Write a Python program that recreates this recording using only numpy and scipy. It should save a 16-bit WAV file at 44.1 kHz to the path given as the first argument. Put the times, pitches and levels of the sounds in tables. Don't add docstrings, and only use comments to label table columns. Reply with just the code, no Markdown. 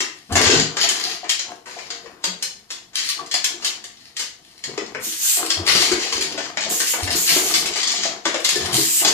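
import sys
import numpy as np
from scipy import signal
from scipy.fft import rfft, irfft, next_fast_len
from scipy.io import wavfile
from scipy.ndimage import uniform_filter1d, minimum_filter1d, map_coordinates

SR = 44100
rng = np.random.default_rng(int(sys.argv[2]) if len(sys.argv) > 2 else 0)


def dump_mix(stems):
    frames = np.atleast_2d(stems).T
    limited = np.clip(frames, -1, 1)
    pcm = np.round(limited * 32767).astype(np.int16)
    wavfile.write(sys.argv[1], SR, pcm)


N = 402633
TIME = np.arange(N) / SR
CURVE_STEP = 64


def amp(db):
    return 10 ** (np.asarray(db) / 20)


def unit(x):
    return x / np.sqrt(np.mean(x ** 2) + 1e-20)


def along(points, hz):
    f, value = np.transpose(points)
    return np.interp(np.log(hz + 1), np.log(f + 1), value)


def curves(rows):
    s, *columns = np.transpose(rows)
    return [np.interp(TIME, s, column) for column in columns]


def wobble(rate):
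    knots = rng.standard_normal(int(N * rate / SR) + 4)
    return map_coordinates(knots, [TIME * rate])


def filtered(x, response):
    n = x.shape[-1]
    padded = next_fast_len(n + SR // 4)
    spectrum = rfft(x, padded) * response(np.fft.rfftfreq(padded, 1 / SR))
    return irfft(spectrum, padded)[..., :n]


def coloured(x, spectrum):
    size = 2 ** 12
    lowest_hz, lowest_db = spectrum[0]
    skirt = [(lowest_hz / 3, lowest_db - 40)]
    gain = amp(along(skirt + spectrum, np.fft.rfftfreq(size, 1 / SR)))
    cepstrum = irfft(np.log(gain + 1e-4))
    cepstrum[1:size // 2] *= 2
    cepstrum[size // 2 + 1:] = 0
    impulse = irfft(np.exp(rfft(cepstrum)))
    return signal.fftconvolve(x, impulse / np.linalg.norm(impulse))[:N]


def resonant(x, modes):
    def response(f):
        total = 0
        for k, (centre, width, db) in enumerate(modes):
            damping = 1j * f * width
            total = total + (-1) ** k * amp(db) * damping / (centre * centre - f * f + damping)
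        return total
    return filtered(x, response)


def gritty(rate, spread_db, grit):
    sizes = amp(spread_db * np.minimum(rng.exponential(size=N), 3.5))
    ticks = (rng.random(N) < rate / SR) * sizes
    burst_decay = amp(-60 * TIME[:SR // 20] / 0.015)
    bursts = signal.fftconvolve(ticks, burst_decay)[:N] * rng.standard_normal(N)
    grit = np.clip(grit, 0, 1)
    return np.sqrt(grit) * unit(bursts) + np.sqrt(1 - grit) * rng.standard_normal(N)


def spells(rows, rise_s, fall_db_per_s):
    start, length, first_db, last_db = np.transpose(rows)[:4, :, None]
    t = TIME[::CURVE_STEP] - start
    slide = (last_db - first_db) * np.clip(t / length, 0, 1)
    fall = fall_db_per_s * np.maximum(t - length, 0)
    return amp(first_db + slide - fall) * np.clip(1 + t / rise_s, 0, 1) ** 2


def summed(gains, rest_db):
    power = (gains ** 2).sum(axis=0) + amp(2 * rest_db)
    return np.interp(TIME, TIME[::CURVE_STEP], np.sqrt(power))


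# (f/Hz, correlation)
LIKENESS = [(30, .88), (80, .93), (200, .85), (400, .75), (900, -.05), (2400, .1), (6000, .01),
            (15000, -.17)]


def pair(noise):
    def shares(hz):
        angle = np.arccos(np.clip(along(LIKENESS, hz), -1, 1)) / 2
        return np.array([np.cos(angle), np.sin(angle)])
    mid, side = filtered(noise, shares)
    return np.array([mid + side, mid - side])


# (f/Hz, relative level/dB)
FLOOR_COLOUR = [(15, -35), (25, 7), (132, 10), (349, -11), (613, -2), (803, -3.5), (3160, -15), (4370, -5),
                (13500, -7), (15500, -66.5)]
FLOOR_DB = -62


def quiet_floor():
    noises = [coloured(noise, FLOOR_COLOUR) for noise in rng.standard_normal((2, N))]
    return amp(FLOOR_DB) * pair(np.array(noises))


# (t/s, level/dB, knock/dB, brightness/dB, t60/s)
BLOWS = [(.004, -13.5, -5, -12.5, 0.053), (.3232, -23, -5, 1, 0.059), (0.3545, -6, -2, -9, 0.061),
         (0.4136, -9.5, -8, -8.5, 0.086), (.4566, -9, -3.5, -34, 0.073), (0.5004, -2, -5, -20, 0.026),
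         (0.7681, -15.5, -2, -31, 0.046), (0.8389, -20, -4, -28, 0.055), (0.8885, -12.5, -17.5, -4, 0.085),
         (1.2405, -33.5, 4.5, -35, .089), (1.2937, -11, -22, -7.5, 0.084), (1.3934, -17, -15, -29, 0.052),
         (1.6568, -41.5, 2, -6.5, 0.6), (1.787, -30, 0.5, -37, 0.053), (1.9036, -21, -13, -39, 0.046),
         (2.059, -39, 5.5, -21, 0.028), (2.2403, -13.5, -10, -9, 0.054), (2.4251, -15.5, -19, -4, 0.051),
         (2.704, -25, -15, -9, 0.12), (2.932, -41.5, -4, -22, 0.3), (2.9714, -22, -21, -29, 0.34),
         (3.261, -33, -15, -8, 0.069), (3.3132, -19, -21, -10, 0.082), (3.3406, -10, -16, -9.5, .047),
         (3.443, -10, -18, -4, 0.042), (3.624, -29, -6, -22, 0.095), (3.646, -14.5, -23, -7, .11),
         (3.84, -28, -13, -7, 0.054), (4.1663, -21, -24, -8, 0.077), (4.1934, -22, -16, -5, 0.16),
         (4.6391, -20, -14.5, -15, 0.046), (4.777, -21, 2, -40, 0.033), (4.9484, -31.5, 12.5, -38, 0.035),
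         (5.5031, -8.5, -14.5, -21, 0.041), (5.6738, -10, -0.5, -25, .04), (5.7491, -13, -7, -27, .093),
         (5.7996, -18, -29, -8, 0.41), (5.916, -16.5, -3, -8, 0.082), (5.9937, -25.5, -12, -14.5, 0.6),
         (6.1238, -17, -8.5, -9, 0.089), (6.2098, -18.5, -13, -5.5, 0.12), (6.3764, -24.5, -2, -33, 0.17),
         (6.572, -16.5, 2.5, -41.5, 0.024), (6.7007, -25.5, -13, 4, 0.093), (6.8005, -16.5, -5.5, 1, 0.06),
         (6.935, -26.5, 4.5, -20, 0.072), (7.0751, -20.5, 3.5, -28, 0.034), (7.3654, -13, -8.5, -4, 0.058),
         (7.5393, -8.5, -12, -7.5, 0.057), (7.658, -15, -8.5, -4, 0.043), (7.7572, -20, -7, -10, 0.18),
         (7.8306, -12, -14, -18, 0.035), (7.874, -15, -15, -12, 0.046), (7.9175, -15, -34, -11, 0.04),
         (8.2536, -16, -1.5, -20, 0.12), (8.3433, -17.5, 1, -34, 0.054), (8.451, -11.5, -10.5, -9, 0.05),
         (8.4896, -10, -17, -5.5, 0.043), (8.556, -21.5, -12, -1, 0.062), (8.6084, -22.5, -16, -14.5, 0.12),
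         (9.0483, -7.5, -8, -25, 0.052), (9.075, -8, -12.5, -18, 0.055)]
# (f/Hz, relative level/dB)
METAL_COLOUR = [(710, -35), (1200, -10), (1400, -13.5), (1890, -3.5), (2560, -5.5), (3140, -1.5),
                (3620, -3), (4430, 3), (5760, -0.5), (7170, 0.5), (9000, -19), (11700, -23), (19800, -120)]
KNOCK_COLOUR = [(180, -18), (300, -4), (687, -6), (833, -6), (1110, -2), (1370, -7.5), (1530, -2),
                (3000, -9), (3900, -63), (6600, -120)]
FIZZ_COLOUR = [(3530, -25), (6000, 12), (7170, 15.5), (13900, 1.5), (15000, -17), (15500, -103)]
# (f/Hz, width/Hz, level/dB)
STEEL_MODES = [(2124, 87, 6.5), (3000, 260, -4), (3070, 50, -7), (3344, 120, 11.5), (4050, 46, -22),
               (4970, 114, -8.5), (5220, 87, 13.5), (5604, 23.5, -6), (5960, 273, 14), (7030, 24, -45),
               (6830, 21.5, -16.5), (7200, 77, -14)]
CLANK_RISE_S = 0.0015
SCRAPE_DB, SCRAPE_T60_S = -17.5, 0.051


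def clanks():
    force, ring = np.zeros((3, N + SR)), np.zeros(N + SR)
    t = TIME[:SR // 3]
    onset = 1 - np.exp(-(t + 1 / SR) / CLANK_RISE_S)
    for s, db, knock_db, bright_db, t60 in BLOWS:
        at = round(s * SR)
        shudder = onset * amp(db - 60 * t / max(t60, .01))
        blow = amp(db - 3.5 - 60 * t / 0.014)
        burst = (shudder + blow) * rng.standard_normal((3, len(t)))
        force[:, at:at + len(t)] += burst * amp([[0], [knock_db], [bright_db]])
        graze = amp(db + SCRAPE_DB - 60 * t[:min(at, 2000)][::-1] / SCRAPE_T60_S)
        force[0, at - len(graze):at] += graze * rng.standard_normal(len(graze))
        for hz, width, level in STEEL_MODES:
            pitch = hz * rng.normal(1, 0.014)
            tone = np.sin(2 * np.pi * pitch * t) * np.exp(-np.pi * abs(width) * t)
            ring[at:at + len(t)] += amp(db + level - 17.0 + rng.normal(0, 1.72)) * onset * tone
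    colours = (METAL_COLOUR, KNOCK_COLOUR, FIZZ_COLOUR)
    noise = sum(coloured(f, colour) for f, colour in zip(force, colours))
    return amp(-1.0) * noise + ring[:N]


# (f/Hz, t60/s)
GARAGE_T60 = [(100, 0.43), (400, 0.47), (1000, 0.43), (3000, 0.4), (7000, 0.35), (14000, 0.2)]


def garage(x, size=SR // 3):
    hop = size // 2
    out, x = np.zeros((2, N + 2 * SR)), np.pad(x, (hop, size))
    fade = np.sin(np.pi * np.arange(size) / size)
    for at in range(0, N + hop, hop):
        hz, t, z = signal.stft(rng.standard_normal((2, SR // 2)), SR, nperseg=256)
        decay = amp(-60 * t / along(GARAGE_T60, hz)[:, None])
        tail = pair(signal.istft(z * decay, SR, nperseg=256)[1])
        tail *= 1 - np.exp(-TIME[:tail.shape[1]] / 0.0011)
        tail /= np.linalg.norm(tail[0])
        wet = signal.fftconvolve(fade * x[None, at:at + size], tail, axes=1)
        out[:, at:at + wet.shape[1]] += wet
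    return out[:, hop:][:, :N]


# (t/s, length/s, first level/dB, last level/dB, brightness/dB)
RATTLES = [(0.431, .18, -18, -17, -27), (0.787, 0.059, -17.5, -11.5, -10.5), (0.939, 0.19, -22, -20, -8),
           (1.683, 0.35, -37.5, -43, -10), (2.955, 0.15, -28, -21, -4), (3.62, 0.067, -31, -29, -10),
           (.12, 0.21, -46, -48, -3.5), (2.08, 0.17, -53, -58, -8), (3.9, 0.19, -48, -42, -7),
           (4.42, 0.35, -48, -50, -4), (4.658, 0.215, -57, -35.5, -23), (5.015, 0.53, -30, -29, 1.5),
           (5.673, 0.21, -14, -19, -5.5), (5.98, 0.35, -23, -28.5, -10.5), (6.377, 0.064, -31, -27, -23),
           (6.588, 0.085, -28, -27, -32), (6.763, .07, -33, -24, 1), (6.874, 0.039, -18.5, -27.5, 1),
           (6.992, 0.034, -37, -23, 0.5), (7.104, 0.07, -20.5, -22.5, -3), (7.277, 0.06, -10, -17.5, -4),
           (7.464, .05, -19, -18, -2), (7.562, 0.038, -25, -26, 1), (7.61, 0.46, -28.5, -20.5, -28),
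           (8.26, 0.21, -47, -28, -4), (8.446, 0.3, -24.5, -30, -4.5), (8.737, 0.15, -19, -26.5, 1),
           (8.965, .18, -24, -24, -0.5)]
GEAR_RISE_S, GEAR_FALL_DB_PER_S, GEAR_REST_DB = 0.024, 425, -61


def gears():
    gains = spells(RATTLES, GEAR_RISE_S, GEAR_FALL_DB_PER_S)
    bright = gains * amp([row[-1:] for row in RATTLES])
    teeth = gritty(rate=220, spread_db=6.5, grit=0.63) * amp(2.6 * wobble(40))
    metal = unit(coloured(teeth, METAL_COLOUR)) + 0.14 * unit(resonant(teeth, STEEL_MODES))
    fizz = unit(coloured(teeth, FIZZ_COLOUR))
    rattle = summed(gains, GEAR_REST_DB) * unit(metal)
    return amp(-6) * (rattle + summed(bright, GEAR_REST_DB - 4) * fizz)


# (t/s, length/s, first breath level/dB, last breath level/dB, first rumble level/dB)
BREATHS = [(0.316, 0.3, -24.5, -27, -32.5), (0.703, 0.43, -35.5, -34.5, -57.5),
           (1.45, 0.059, -42.5, -36.5, -59), (1.86, 0.56, -43.5, -50.5, -57),
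           (3.175, 0.048, -42, -35.5, -60), (3.51, 0.3, -44, -46.5, -62), (4.686, 0.36, -42, -45.5, -49),
           (5.385, 0.081, -28, -31.5, -80), (5.575, 0.33, -32.5, -29, -43.5), (5.96, 0.55, -42.5, -36, -57),
           (6.613, 0.11, -39, -31, -51), (6.964, 0.24, -33, -33.5, -44.5), (7.298, 0.41, -29, -33.5, -44.5),
           (7.787, 0.35, -43, -33, -58), (8.535, 0.23, -36, -26.5, -43), (9.024, 0.13, -23.5, -35, -43)]
# (f/Hz, width/Hz, level/dB)
BORE_MODES = [(338.6, 76, 0.5), (388.8, 93, -1.5), (468.3, 18.4, 0.5), (694.6, 50, 0), (1125, 580, -9.5)]
# (f/Hz, relative level/dB)
RUMBLE_COLOUR = [(15, -39), (25, -15.5), (102, -7), (135, -1.5), (161, -2.5), (172, 3), (189, -5.5),
                 (215, 5.5), (236, -2.5), (258, 0), (280, 1), (360, -48), (620, -120)]
# (t/s, level/dB, f/Hz)
HOLLOW_KNOCKS = [(0.323, -21, 190), (.354, -5, 685), (0.408, -9, 438), (.493, -1, 374), (.529, -12, 315),
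                 (.559, -13, 160), (.589, -16.5, 428), (0.62, -19, 212), (.838, -16, 675),
                 (1.23, -21.5, 711), (1.485, -30, 890), (1.67, -31, 916), (1.765, -22, 690),
                 (2.041, -26, 466), (2.269, -29, 402), (3.191, -19.5, 1131), (3.339, -18, 740),
                 (3.541, -26.5, 348), (3.653, -28, 380), (4.689, -26, 376), (4.778, -16, 398),
                 (4.815, -24, 367), (5.068, -24, 321), (5.403, -19.5, 713), (5.595, -20.5, 338),
                 (5.673, -13, 1167), (5.799, -13, 340), (5.914, -8, 355), (5.969, -14, 369),
                 (6.019, -32, 330), (6.059, -22, 673), (6.18, -15.5, 382), (6.21, -25, 366),
                 (6.342, -19, 377), (6.378, -16, 660), (6.662, -16.5, 658), (6.713, -19.5, 357),
                 (6.935, -21, 938), (7.051, -22, 340), (7.148, -15, 340), (7.362, -8.5, 362),
                 (7.455, -20, 402), (7.752, -22, 703), (8.052, -13.5, 675), (8.254, -13.5, 990),
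                 (8.559, -13.5, 372), (8.779, -12.5, 331), (9.049, -16, 775)]
# (t/s, level/dB, f/Hz, swell/s)
LOW_THUMPS = [(0.31, -17, 88.4, 0.026), (0.456, -19.5, 86, 0.017), (2.263, -34.5, 183, 0.03),
              (5.564, -28, 89.3, 0.028), (5.915, -41, 59, 0.022), (6.143, -37, 75.5, 0.0172),
              (7.019, -23, 83.5, 0.02), (8.62, -33, 89.1, 0.038)]
PIPE_RISE_S, PIPE_FALL_DB_PER_S, BREATH_REST_DB, RUMBLE_REST_DB = 0.031, 246, -58.5, -64.5
HOLLOW_T60_S, HOLLOW_CYCLES = .07, 12.5


def pipe_and_frame():
    gains = spells(BREATHS, PIPE_RISE_S, PIPE_FALL_DB_PER_S)
    rumble_gains = gains * amp([[row[-1] - row[2]] for row in BREATHS])
    lumps = gritty(rate=97, spread_db=6.0, grit=0.38)
    breath = amp(-2.5) * summed(gains, BREATH_REST_DB) * unit(resonant(lumps, BORE_MODES))
    rumble = unit(coloured(rng.standard_normal(N), RUMBLE_COLOUR))
    rumble *= summed(rumble_gains, RUMBLE_REST_DB) * amp(3.9 * wobble(13))
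    out = np.zeros(N + SR)
    out[:N] = breath + rumble
    t = TIME[:SR // 3]
    for s, db, hz in HOLLOW_KNOCKS:
        decay = amp(db - 60 * t / (HOLLOW_T60_S + HOLLOW_CYCLES / hz))
        envelope = decay * (1 - np.exp(-t / 0.0028))
        band = filtered(rng.standard_normal(len(t)), lambda f: np.exp(-(np.log(f / hz + 1e-9) / 0.43) ** 2))
        tone = np.sin(2 * np.pi * hz * t)
        out[round(s * SR):][:len(t)] += envelope * (0.59 * tone + 0.33 * unit(band))
    for s, db, hz, swell in LOW_THUMPS:
        u = t / max(swell, .005)
        envelope = u ** 2 * np.exp(1 - u ** 2)
        out[round(s * SR):][:len(t)] += amp(db) * envelope * np.sin(2 * np.pi * hz * t)
    return out[:N]


# (t/s, level/dB, whistle centre f/Hz)
AIR_LEAKS = [
    [(5.0, -52, 7260), (5.038, -25, 6600), (5.15, -34, 6120), (5.252, -16.5, 7100), (5.374, -21, 7850),
     (5.426, -58, 7420), (5.48, -42, 6410)],
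    [(6.69, -24, 7050), (6.706, -20.5, 7110), (6.736, -22.5, 6900), (6.844, -30, 6300), (6.906, -19, 7050),
     (7.0, -54, 6500)],
    [(7.15, -15, 6850), (7.17, -22.5, 7200), (7.338, -20.5, 6560), (7.384, -24, 7040), (7.588, -27, 5760),
     (7.642, -51, 6100), (7.66, -32, 6690)],
    [(8.72, -27, 6380), (8.766, -24.5, 6880), (8.93, -19.5, 7650), (9.0, -17.5, 7600), (9.034, -30, 7020),
     (9.056, -47, 6450), (9.13, -34, 6240)],
]
# (f/Hz, relative level/dB)
JET_COLOUR = [(880, -26), (1500, -22), (2880, -12), (3750, -12.5), (7010, -4), (11500, -6.5), (13900, -0.5),
              (14900, -18), (15500, -81)]
WHISTLE_DB = 2.5


def leaks():
    out = np.zeros(N)
    for rows in AIR_LEAKS:
        db, centre_hz = curves(rows)
        gate = np.clip(np.minimum(TIME - rows[0][0], rows[-1][0] - TIME) / 0.0047, 0, 1)
        noise = coloured(gritty(rate=330, spread_db=0, grit=0.05), JET_COLOUR)
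        hz, t, z = signal.stft(noise, SR, nperseg=256)
        off = (hz[:, None] - np.interp(t, TIME, centre_hz)) / 700
        whistle = amp(WHISTLE_DB) * np.exp(-off ** 2)
        jet = signal.istft(z * (1 + whistle), SR, nperseg=256)[1][:N]
        out += gate * amp(db - 3.5 + 0.7 * wobble(30)) * unit(jet)
    return out


# (t/s, level/dB, f/Hz, t60/s)
PIVOT_CHIRP = (8.557, -20, 1749.5, .16)


def squeak():
    s, db, hz, t60 = PIVOT_CHIRP
    t = np.maximum(TIME - s, 0)
    phase = 2 * np.pi * np.cumsum(hz * (1 + 0.00608 * wobble(55))) / SR
    stack = sum(amp(level) * np.sin(k * phase) for k, level in enumerate([-5.5, -5, -2, -2], start=1))
    return amp(db - 60 * t / t60) * (1 - np.exp(-t / 0.0014)) * stack


LEFT_LEAD = 0.00012


def scene():
    hits, rattle, jet, low = clanks() + squeak(), gears(), leaks(), pipe_and_frame()

    def lead(hz):
        return np.exp(1j * np.pi * hz * np.array([[LEFT_LEAD], [-LEFT_LEAD]]))
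    jet_pair = amp([[-6.5], [-4]]) * jet
    direct = filtered(amp(-3) * hits + rattle + amp(-1.5) * low + jet_pair, lead)
    wet = garage(amp(0.5) * hits + amp(1.5) * rattle + amp(5) * jet + amp(-5.5) * low)
    return direct + wet + quiet_floor()


# (f/Hz, left over right level/dB)
PORT_COLOUR = [(60, -8), (130, 5), (290, 2.5), (640, 6.5), (1410, 7), (3100, 12), (6820, -1), (15000, -0.5)]
TOP_HZ = 15500


def record(dry):
    ports = filtered(dry, lambda hz: amp(along(PORT_COLOUR, hz) / 2 * np.array([[1], [-1]])))
    needed = np.minimum(1, amp(-0.7) / (np.abs(ports).max(axis=0) + 1e-9))
    gain = uniform_filter1d(minimum_filter1d(needed, size=441), size=441)
    return filtered(gain * ports, lambda hz: hz < TOP_HZ)


dry = scene()
out = record(dry)
dump_mix(out)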